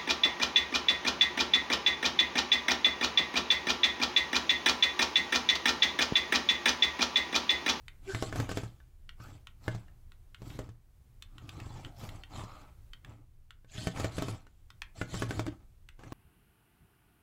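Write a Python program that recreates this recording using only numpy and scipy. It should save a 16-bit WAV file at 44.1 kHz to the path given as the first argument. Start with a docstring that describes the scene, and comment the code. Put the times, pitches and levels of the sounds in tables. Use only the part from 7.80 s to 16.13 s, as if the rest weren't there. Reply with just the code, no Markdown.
"""Toy stunt car on a tabletop

A small plastic car is driven in spurts in a quiet room. Buttons click on its remote control,
geared motors whirr and whine, and the tyres roll, judder and scrub. The spinning front axle tips
the car over, so its wheels knock on the table, ringing the board and the hollow plastic shell."""
import sys
import numpy as np
from scipy import signal
from scipy.fft import rfft, irfft
from scipy.io import wavfile

SR = 44100
rng = np.random.default_rng(int(sys.argv[2]) if len(sys.argv) > 2 else 0)


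def store_pcm(level_fs):
    """Save levels as 16-bit WAV."""
    pcm = np.round(np.clip(level_fs, -1, 1) * 32767).astype(np.int16)
    wavfile.write(sys.argv[1], SR, np.atleast_2d(pcm).T)


N = 367353
TIME = np.arange(N) / SR
AGE = TIME[:SR // 2]  # seconds since a blow

# Wheel landings. Each row: start in seconds, then force, low thump and shell clack in relative dB.
LANDINGS = [(0.3478, -34, -34, -32), (0.4244, -25.5, -38, -37), (0.526, -34, -38, -35),
            (0.5581, -31, -41, -40.5), (0.6009, -28, -42, -41), (0.6917, -33.5, -38, -36.5),
            (0.7145, -32.5, -32.5, -38), (0.7726, -25.5, -37, -49), (0.8344, -40, -34, -48),
            (1.002, -71, -69, -56), (1.401, -58, -43, -51), (1.880, -27.5, -28.5, -29),
            (1.9486, -40.5, -34.5, -55), (2.082, -79, -72, -56), (2.619, -46, -42.5, -64),
            (2.7902, -32.5, -46, -46), (2.8899, -50, -41, -68), (4.237, -44.5, -44, -61),
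            (4.637, -45, -39, -68), (5.846, -62, -57.5, -61), (5.982, -69, -34, -44),
            (6.0711, -29, -25.5, -35), (6.1727, -45, -39, -44), (6.199, -30.5, -51, -55),
            (6.2446, -26.5, -30.5, -35.5), (6.382, -30, -29, -39), (6.4229, -28, -33, -55),
            (6.4836, -35.5, -37.5, -49), (6.668, -60, -58, -53.5), (7.2142, -30, -32.5, -28),
            (7.3421, -34, -29, -45), (7.4219, -25.5, -28, -30.5), (7.5084, -31, -49, -32.5),
            (7.5944, -25, -33.5, -31.5), (7.6651, -36, -36, -39.5), (8.1922, -50, -56, -57),
            (8.2354, -48.5, -54, -47), (8.322, -36, -44, -64)]


def amp(db):
    """Decibels to gain."""
    return 10 ** (np.asarray(db) / 20)


def rms_one(x):
    """Scale to unit rms."""
    return x / np.sqrt(np.mean(x ** 2) + 1e-20)


def at_hz(points, hz):
    """Read a curve along a log-frequency axis."""
    known_hz, values = np.transpose(points)
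    return np.interp(np.log(np.maximum(hz, 1)), np.log(known_hz), values)


def add(track, s, sound):
    """Mix a sound into a track at s seconds."""
    start = max(round(s * SR), 0)
    part = track[start:start + len(sound)]
    part += sound[:len(part)]


def colour(x, eq, size=8192):
    """Minimum-phase EQ, scaled so that white noise keeps its power."""
    gain = amp(at_hz(eq, np.arange(size // 2 + 1) * SR / size))
    cepstrum = irfft(np.log(gain))
    response = irfft(np.exp(rfft(2 * cepstrum[:size // 2], size)))
    return signal.fftconvolve(x, response / np.linalg.norm(response))[:len(x)]


def drift(per_s):
    """A random wander of unit rms that changes course per_s times a second."""
    knots = rng.standard_normal(N // 40)
    return rms_one(np.interp(TIME * per_s, np.arange(len(knots)), knots))


def resonance(x, hz, width_hz):
    """Two-pole band-pass with unit gain at its peak."""
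    r = np.exp(-np.pi * width_hz / SR)
    feedback = [1, -2 * r * np.cos(2 * np.pi * hz / SR), r * r]
    return signal.lfilter(np.array([1, 0, -1]) * (1 - r * r) / 2, feedback, x)


def struck(modes):
    """Modes ring out after a blow; their balance and pitch vary with where it lands."""
    hz, db, t60 = np.transpose(modes)[:, :, None]
    share = amp(db) * rng.uniform(.5, 1.5, db.shape)
    share = share * np.linalg.norm(amp(db)) / np.linalg.norm(share)
    pitch = hz * rng.uniform(.97, 1.03, hz.shape)
    age = AGE[:SR // 4]
    return np.sum(share * np.exp(-np.log(1000) * age / t60) * np.sin(2 * np.pi * pitch * age), axis=0)


def burst(t60):
    """Noise that dies away by 60 dB in t60 seconds."""
    return rng.standard_normal(len(AGE)) * np.exp(-np.log(1000) * AGE / t60)


def grains(per_s, spread_db):
    """Tiny contacts of uneven size at random moments, at unit rms."""
    sizes = amp(spread_db * np.minimum(rng.exponential(1, N), 4)) * rng.choice([-1, 1], N)
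    return rms_one(sizes * (rng.random(N) < per_s / SR))


def chatter(sound, span_s, count=5):
    """Hard plastic touches several times in quick succession, sharing out one blow's energy."""
    out = np.zeros(len(sound))
    delays = np.append(0, rng.uniform(0, span_s, count))
    for delay, sign in zip(delays, rng.choice([-1, 1], count + 1)):
        add(out, delay, sign * np.exp(-delay / span_s) * sound)
    return out * np.linalg.norm(sound) / np.linalg.norm(out)


def room_tone(level_db=-54):
    """A low, steady hush, turned down briefly at set times that follow some of the louder bursts."""
    # The hush's colour. Each row: frequency in Hz, relative level in dB.
    hush_eq = [(12, -28), (20, 4), (44, -12), (74, -7), (92, -15.5), (119, -11.5), (137, -22), (252, -34),
               (315, -37), (352, -33.5), (416, -39.5), (549, -41.5), (5090, -53), (12800, -52.5),
               (15500, -53)]
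    # Dips in the gain on the hush. Each row: time in seconds, level offset in dB.
    gain_dips = [(0.9, 2.5), (1.15, -2), (1.35, 0.5), (2.8, 0), (3.0, -3.5), (3.25, 0), (5.05, 2.5),
                 (5.45, -4), (6.75, -3.5), (7.0, 0.5), (8.15, -2)]
    level = amp(level_db + np.interp(TIME, *np.transpose(gain_dips)))
    return level * colour(rng.standard_normal(N), hush_eq)


def buttons(ring_db=10, case_db=3, snap_db=7.5):
    """A switch snaps over, bounces briefly and knocks the hollow case of the remote."""
    # Each row: start in seconds, click in relative dB, ring pitch in Hz, case and snap in relative dB.
    presses = [(0.082, -46.5, 2200, -65, -51), (1.2923, -47.5, 3010, -51, -59),
               (1.6709, -50.5, 2910, -49, -52), (2.3192, -70, 3100, -57.5, -61),
               (2.5461, -51, 2860, -49.5, -61), (2.703, -55, 2640, -56, -61),
               (3.4236, -47.5, 3500, -62, -45.5), (3.5821, -58, 2810, -50.5, -55),
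               (3.692, -48.5, 3330, -70, -46.5), (3.8012, -50.5, 2550, -53, -52),
               (4.0486, -46.5, 2920, -47.5, -75), (4.2906, -70, 2970, -49.5, -48),
               (4.436, -49.5, 2955, -51, -67), (5.1339, -49, 3040, -55, -57),
               (5.2472, -52.5, 1790, -52, -54), (5.7065, -56, 2020, -50, -55),
               (6.9036, -56.5, 3400, -53, -56), (7.0196, -38, 2190, -42.5, -50),
               (8.0884, -55.5, 1820, -58.5, -53.5)]
    # A button's modes. Each row: ratio to the ring pitch, relative level in dB, undamped t60 in seconds.
    button_modes = [(0.7, -17, 0.0078), (0.88, -10, 0.0025), (1.0, 0, 0.015), (1.1, -0.5, 0.0097),
                    (1.23, -23, 0.0026), (1.42, -12.5, 0.026)]
    # The case's modes. Each row: frequency in Hz, relative level in dB, undamped t60 in seconds.
    case_modes = [(1110, -8, 0.037), (1392, 2.5, 0.033), (1430, -22, 0.03), (1900, -6, 0.061)]
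    # The snap's colour. Each row: frequency in Hz, relative level in dB.
    snap_eq = [(600, -70), (1300, -20), (2200, 10.5), (3500, 14), (5500, -4), (7500, 1), (10000, -7),
               (15000, -11)]
    hand_damping = 0.53  # the hand around the remote cuts the ring time to this share
    rings, snaps = np.zeros(N), np.zeros(N)
    for s, click, hz, case, snap in presses:
        button_ring = struck(np.array(button_modes) * [hz, 1, hand_damping])
        add(rings, s, amp(click + ring_db) * chatter(button_ring, span_s=.003, count=3))
        case_ring = struck(np.array(case_modes) * [1, 1, hand_damping])
        add(rings, s, -amp(case + case_db) * case_ring)
        add(snaps, s, amp(snap + snap_db) * burst(t60=0.014))
    low_cut = signal.butter(4, 950, "high", fs=SR, output="sos")  # so small a case radiates no bass
    return signal.sosfilt(low_cut, rings + colour(snaps, snap_eq))


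def spurt_level(t, rise_s, hold_s, brake_db_per_s, coast_db=-20, coast_db_per_s=55):
    """Gain t seconds after a motor switches on: it spins up, holds, brakes, then coasts faintly."""
    spin_up = np.clip(t / rise_s, 0, 1) ** 1.8
    off_s = np.maximum(t - rise_s - hold_s, 0)
    slowing_db = np.maximum(-brake_db_per_s * off_s, coast_db - coast_db_per_s * off_s)
    return spin_up * amp(slowing_db)


def motion():
    """Envelopes for the gears, the tread and the table's rumble; the strongest spurt leads in each."""
    # Motor spurts. Each row: start, spin-up and hold in seconds, then gears, tread and rumble in dB.
    spurts = [(0.203, 0.12, 0.15, -51, -55.5, -44.5), (0.46, .13, 0.039, -52, -46, -35),
              (0.648, .06, .09, -51.5, -53.5, -43.5), (1.361, 0.064, 0.096, -64.5, -62.5, -53),
              (1.77, 0.11, 0.086, -62.5, -57.5, -50.5), (2.56, 0.11, 0.14, -63, -59.5, -46.5),
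              (3.401, 0.39, .27, -63, -60, -46), (4.132, 0.09, 0.032, -59, -54.5, -43.5),
              (4.288, 0.028, 0.056, -64.5, -56.5, -47.5), (4.462, .10, 0.029, -53.5, -49, -43.5),
              (4.623, 0.051, 0.14, -68.5, -58.5, -57.5), (5.208, 0.068, 0.053, -76, -63, -51.5),
              (5.861, 0.13, 0.083, -49, -61, -46.5), (6.08, 0.12, .04, -49, -44.5, -37.5),
              (6.266, .07, 0.17, -53, -52, -42), (7.133, 0.045, .04, -56, -61, -51),
              (7.237, 0.12, 0.053, -48, -53, -41), (7.466, 0.027, 0.098, -53.5, -53.5, -39.5),
              (7.629, 0.027, .02, -63, -58.5, -45.5), (8.163, 0.052, 0.13, -69.5, -61.5, -53)]
    brake_db_per_s = np.array([185.5, 150, 150])[:, None]  # gears, tread, rumble
    t, levels = TIME[::40], 0
    for s, rise_s, hold_s, *db in spurts:
        envelope = spurt_level(t - s, rise_s, hold_s, brake_db_per_s)
        levels = np.maximum(levels, amp(db)[:, None] * envelope)
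    return [np.interp(TIME, t, level) for level in levels]


def gearbox(teeth, leak_db=-12, shift_db=4.0):
    """Tooth forces ring the gearbox, each resonance shifting in level with the load; some leak out."""
    # The box's resonances. Each row: centre in Hz, width in Hz, relative level in dB.
    box_modes = [(655, 72, 1.5), (1540, 72, 6), (1820, 690, -5.5), (2370, 350, 2.5), (3320, 750, -0.5),
                 (4150, 220, 5), (4610, 640, -2), (5420, 310, 2), (6230, 590, -3.5), (6960, 190, 6),
                 (7540, 730, 0.5), (9880, 1000, 1.5)]
    # The colour of the teeth. Each row: frequency in Hz, relative level in dB.
    tooth_eq = [(200, -10), (600, 1.5), (3000, 2), (7800, -2.5), (9000, -11), (12000, -4), (15500, -19)]
    box = amp(leak_db) * teeth
    for k, (hz, width_hz, db) in enumerate(box_modes):
        gain = (-1) ** k * amp(db + shift_db * drift(50))
        box += gain * resonance(teeth, hz, width_hz)
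    return rms_one(colour(box, tooth_eq))


def gears(drive, mesh_hz=640, backlash_db=-1.5, surge_db=0.55):
    """Two gear stages tick and rub, faster as the motor is driven harder; slack teeth clatter."""
    tooth_hz = mesh_hz * (drive / drive.max() + .01) ** .08 * (1 + .02 * drift(30))
    cycles = np.cumsum(tooth_hz) / SR
    ticks = sum(np.diff(np.floor(cycles * ratio), prepend=0) for ratio in (1, .61))
    ticks = rms_one(ticks * amp(2 * drift(220)))
    rub = rms_one(rng.standard_normal(N) * np.exp(-2 * (cycles % 1)))
    backlash = amp(backlash_db) * grains(per_s=260, spread_db=2.5)
    surge = amp(-surge_db * drift(140))
    return drive * gearbox((ticks + rub + backlash) * surge)


def tyres(tread, rumble, bump_db=2.57):
    """Ribs of the tread patter on the table, ring in the hollow wheels and shake the board."""
    # The colours of the patter and of the board. Each row: frequency in Hz, relative level in dB.
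    patter_eq = [(200, -32.5), (500, -6), (740, -2), (1100, -7), (1300, -5.5), (1600, -18), (2200, -13),
                 (3500, -23.5), (8000, -42)]
    board_eq = [(30, -8), (70, -2.5), (115, 2.5), (160, -8.5), (225, -12), (285, -8), (370, -16.5),
                (500, -27.5), (1000, -54.5)]
    bumps = rms_one(amp(bump_db * drift(45)))
    patter = colour(grains(per_s=1400, spread_db=3.0), patter_eq)
    board = colour(grains(per_s=700, spread_db=1.0), board_eq)
    return bumps * (tread * patter + rumble * board)


def judders():
    """A dragged tyre sticks and slips at a nearly steady rate, and each slip jolts the gearbox."""
    # Each row: peak time and half length in seconds, slip rate in Hz, tone and gearbox buzz in dB.
    drags = [(0.298, 0.02, 384, -34.5, -48.5), (5.959, 0.014, 411, -55, -54),
             (7.165, 0.0092, 680, -55, -67), (7.684, 0.007, 307, -28.5, -48)]
    out = np.zeros(N)
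    for s, half_s, hz, tone_db, buzz_db in drags:
        slips = np.cumsum(hz * (1 + .025 * drift(300))) / SR
        jolts = np.diff(np.floor(slips), prepend=0) * amp(3 * rng.standard_normal(N))
        dull_buzz = rms_one(signal.lfilter([1], [1, -.8], gearbox(jolts)))
        swell = np.exp(-((TIME - s) / half_s) ** 2)
        out += swell * (amp(tone_db) * np.sin(2 * np.pi * slips) + amp(buzz_db) * dull_buzz)
    return out


def whine(roughness=.035, overtones_db=-15.5, settle_s=.22):
    """The drive gear's note glides and settles with the car's speed; tyre bumps chop it hoarse."""
    # Each row: peak time, swell and fade in seconds, then, at the peak, pitch in Hz,
    # glide in Hz per second and level in dB.
    notes = [(0.31, 0.014, 0.065, 1565, 302, -47), (1.44, 0.043, 0.038, 1380, 6999.5, -58),
             (3.92, 0.26, 0.29, 949, -1450, -60), (4.62, 0.094, 0.19, 1066, 1400.5, -55),
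             (4.75, 0.2, 0.079, 4135, 0.5, -69.5)]
    out = np.zeros(N)
    for s, swell_s, fade_s, hz, glide_hz_per_s, db in notes:
        t = TIME - s
        pitch = hz + glide_hz_per_s * settle_s * np.tanh(t / settle_s)
        phase = 2 * np.pi * np.cumsum(pitch * (1 + roughness * drift(350))) / SR
        tone = np.sin(phase) + amp(overtones_db) * (np.sin(2 * phase) + np.sin(3 * phase) / 2)
        chop = .6 + drift(420)
        swell = np.exp(-(t / np.where(t < 0, swell_s, fade_s)) ** 2)
        out += amp(db) * swell * rms_one(tone * chop)
    return out


def knocks(drive, contact_s=0.0023, axle_play_s=0.00498):
    """A landing wheel pushes the table down and rings it, itself and the shell; loose parts rattle."""
    # Modes of the tabletop (middle and low), a hollow wheel and the plastic shell.
    # Each row: frequency in Hz, relative level in dB, t60 in seconds.
    table_modes = [(277.3, -0.5, 0.11), (326, 2.5, 0.048), (415, -0.5, 0.073), (484, -14, 0.18)]
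    thump_modes = [(105.3, -19, 0.38), (116.6, 0.5, 0.19), (146.6, -24, 0.65), (183.6, -0.5, 0.11)]
    wheel_modes = [(550, -7.5, 0.032), (643.7, -4, 0.091), (703, -5, 0.047), (790, -11.5, 0.068),
                   (953, 2, 0.011), (1073, -11.5, 0.11)]
    shell_modes = [(1280, -14, 0.04), (1521, -0.5, 0.05), (1650, -0.5, 0.027), (1756, -5.5, 0.052),
                   (2060, -6.5, 0.037), (2290, -5.5, 0.022), (2770, -5.5, 0.017), (3510, -13, 0.015)]
    # The rattle's colour. Each row: frequency in Hz, relative level in dB.
    rattle_eq = [(500, -3.5), (1500, 11), (3000, 4.5), (5000, 3), (7600, 1.5), (10000, -10.5),
                 (15500, -17.5)]
    push_db, table_db, thump_db, wheel_db, shell_db, rattle_db = -25, -6, -2, -6.5, -3.5, 1.5
    motor_share = 0.58  # the running gears set this much of the rattle's level, the force the rest
    out, loose = np.zeros(N), np.zeros(N)
    push = np.sin(np.pi * np.minimum(AGE / contact_s, 1)) ** 2
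    for s, force, thump, clack in LANDINGS:
        add(out, s, -amp(force + push_db) * push)
        add(out, s, -amp(force + table_db) * struck(table_modes))
        add(out, s, -amp(thump + thump_db) * struck(thump_modes))
        # the axle has play and strikes its bearing again
        add(out, s, amp(force + wheel_db) * chatter(struck(wheel_modes), axle_play_s))
        add(out, s, amp(clack + shell_db) * chatter(struck(shell_modes), axle_play_s))
        shake = np.interp(s, TIME, drive) ** motor_share * amp(force) ** (1 - motor_share)
        add(loose, s, amp(rattle_db) * shake * burst(t60=0.07))
    return out + colour(loose * grains(per_s=7100, spread_db=1.5), rattle_eq)


def cracks(crack_db=-11):
    """Each landing opens with a brief, bright crack as the hard plastic first makes contact."""
    # The crack's colour. Each row: frequency in Hz, relative level in dB.
    crack_eq = [(400, -16), (1000, 0), (3000, 2.5), (7500, -4), (10000, -8), (15500, -12.5)]
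    out = np.zeros(N)
    for s, force, *_ in LANDINGS:
        add(out, s, amp(force + crack_db) * burst(t60=.018))
    return colour(out * grains(per_s=5000, spread_db=3), crack_eq)


def scrubs():
    """Rubber dragged sideways in a swerve or reversal fizzes in fine, bright grains."""
    # Each row: peak time in seconds, half length in seconds, level in dB.
    swerves = [(0.59, .05, -62), (1.453, 0.051, -67), (1.86, 0.042, -69), (2.7, 0.076, -66),
               (4.24, 0.068, -61)]
    # The fizz's colour. Each row: frequency in Hz, relative level in dB.
    fizz_eq = [(2000, -22), (5000, 4), (9000, -8), (13500, 0), (15500, -7)]
    swell = sum(amp(db) * np.exp(-((TIME - s) / half_s) ** 2) for s, half_s, db in swerves)
    return swell * colour(grains(per_s=2700, spread_db=4.5), fizz_eq)


def room(x, early_db=1, early_t60=0.096, gap_s=.002):
    """Quick reflections off the table and boxes, then the room's tail, whose top octaves die first."""
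    # The tail's decay. Each row: frequency in Hz, t60 in seconds.
    decay = [(150, 0.25), (1500, 0.29), (5000, 0.098), (14000, 0.038)]
    edges_hz = 80 * 2. ** np.arange(9)
    tail = 0
    for low, high in zip(edges_hz, edges_hz[1:]):
        octave = signal.butter(2, [low, high], "band", fs=SR, output="sos")
        tail = tail + signal.sosfilt(octave, burst(at_hz(decay, np.sqrt(low * high))))
    early = burst(early_t60)
    response = tail / np.linalg.norm(tail) + amp(early_db) * early / np.linalg.norm(early)
    return signal.fftconvolve(x, response * (AGE > gap_s))[:N]


def scene():
    """The car up close and the remote a little further off, over a hush whose level dips briefly."""
    drive, tread, rumble = motion()
    whirr = amp(0.5) * gears(drive)
    car = whirr + tyres(tread, rumble) + knocks(drive) + scrubs() + cracks() + judders() + whine()
    remote = buttons()
    hush = room_tone()
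    echoes = room(amp(-14.5) * car + amp(-12.5) * remote)
    return (car + remote + echoes + hush)[None]


def record(dry, cutoff_hz=15700):
    """A steep low-pass takes off the very top of the treble."""
    return signal.sosfilt(signal.ellip(10, .1, 70, cutoff_hz, fs=SR, output="sos"), dry)


dry = scene()
out = record(dry)
store_pcm(out)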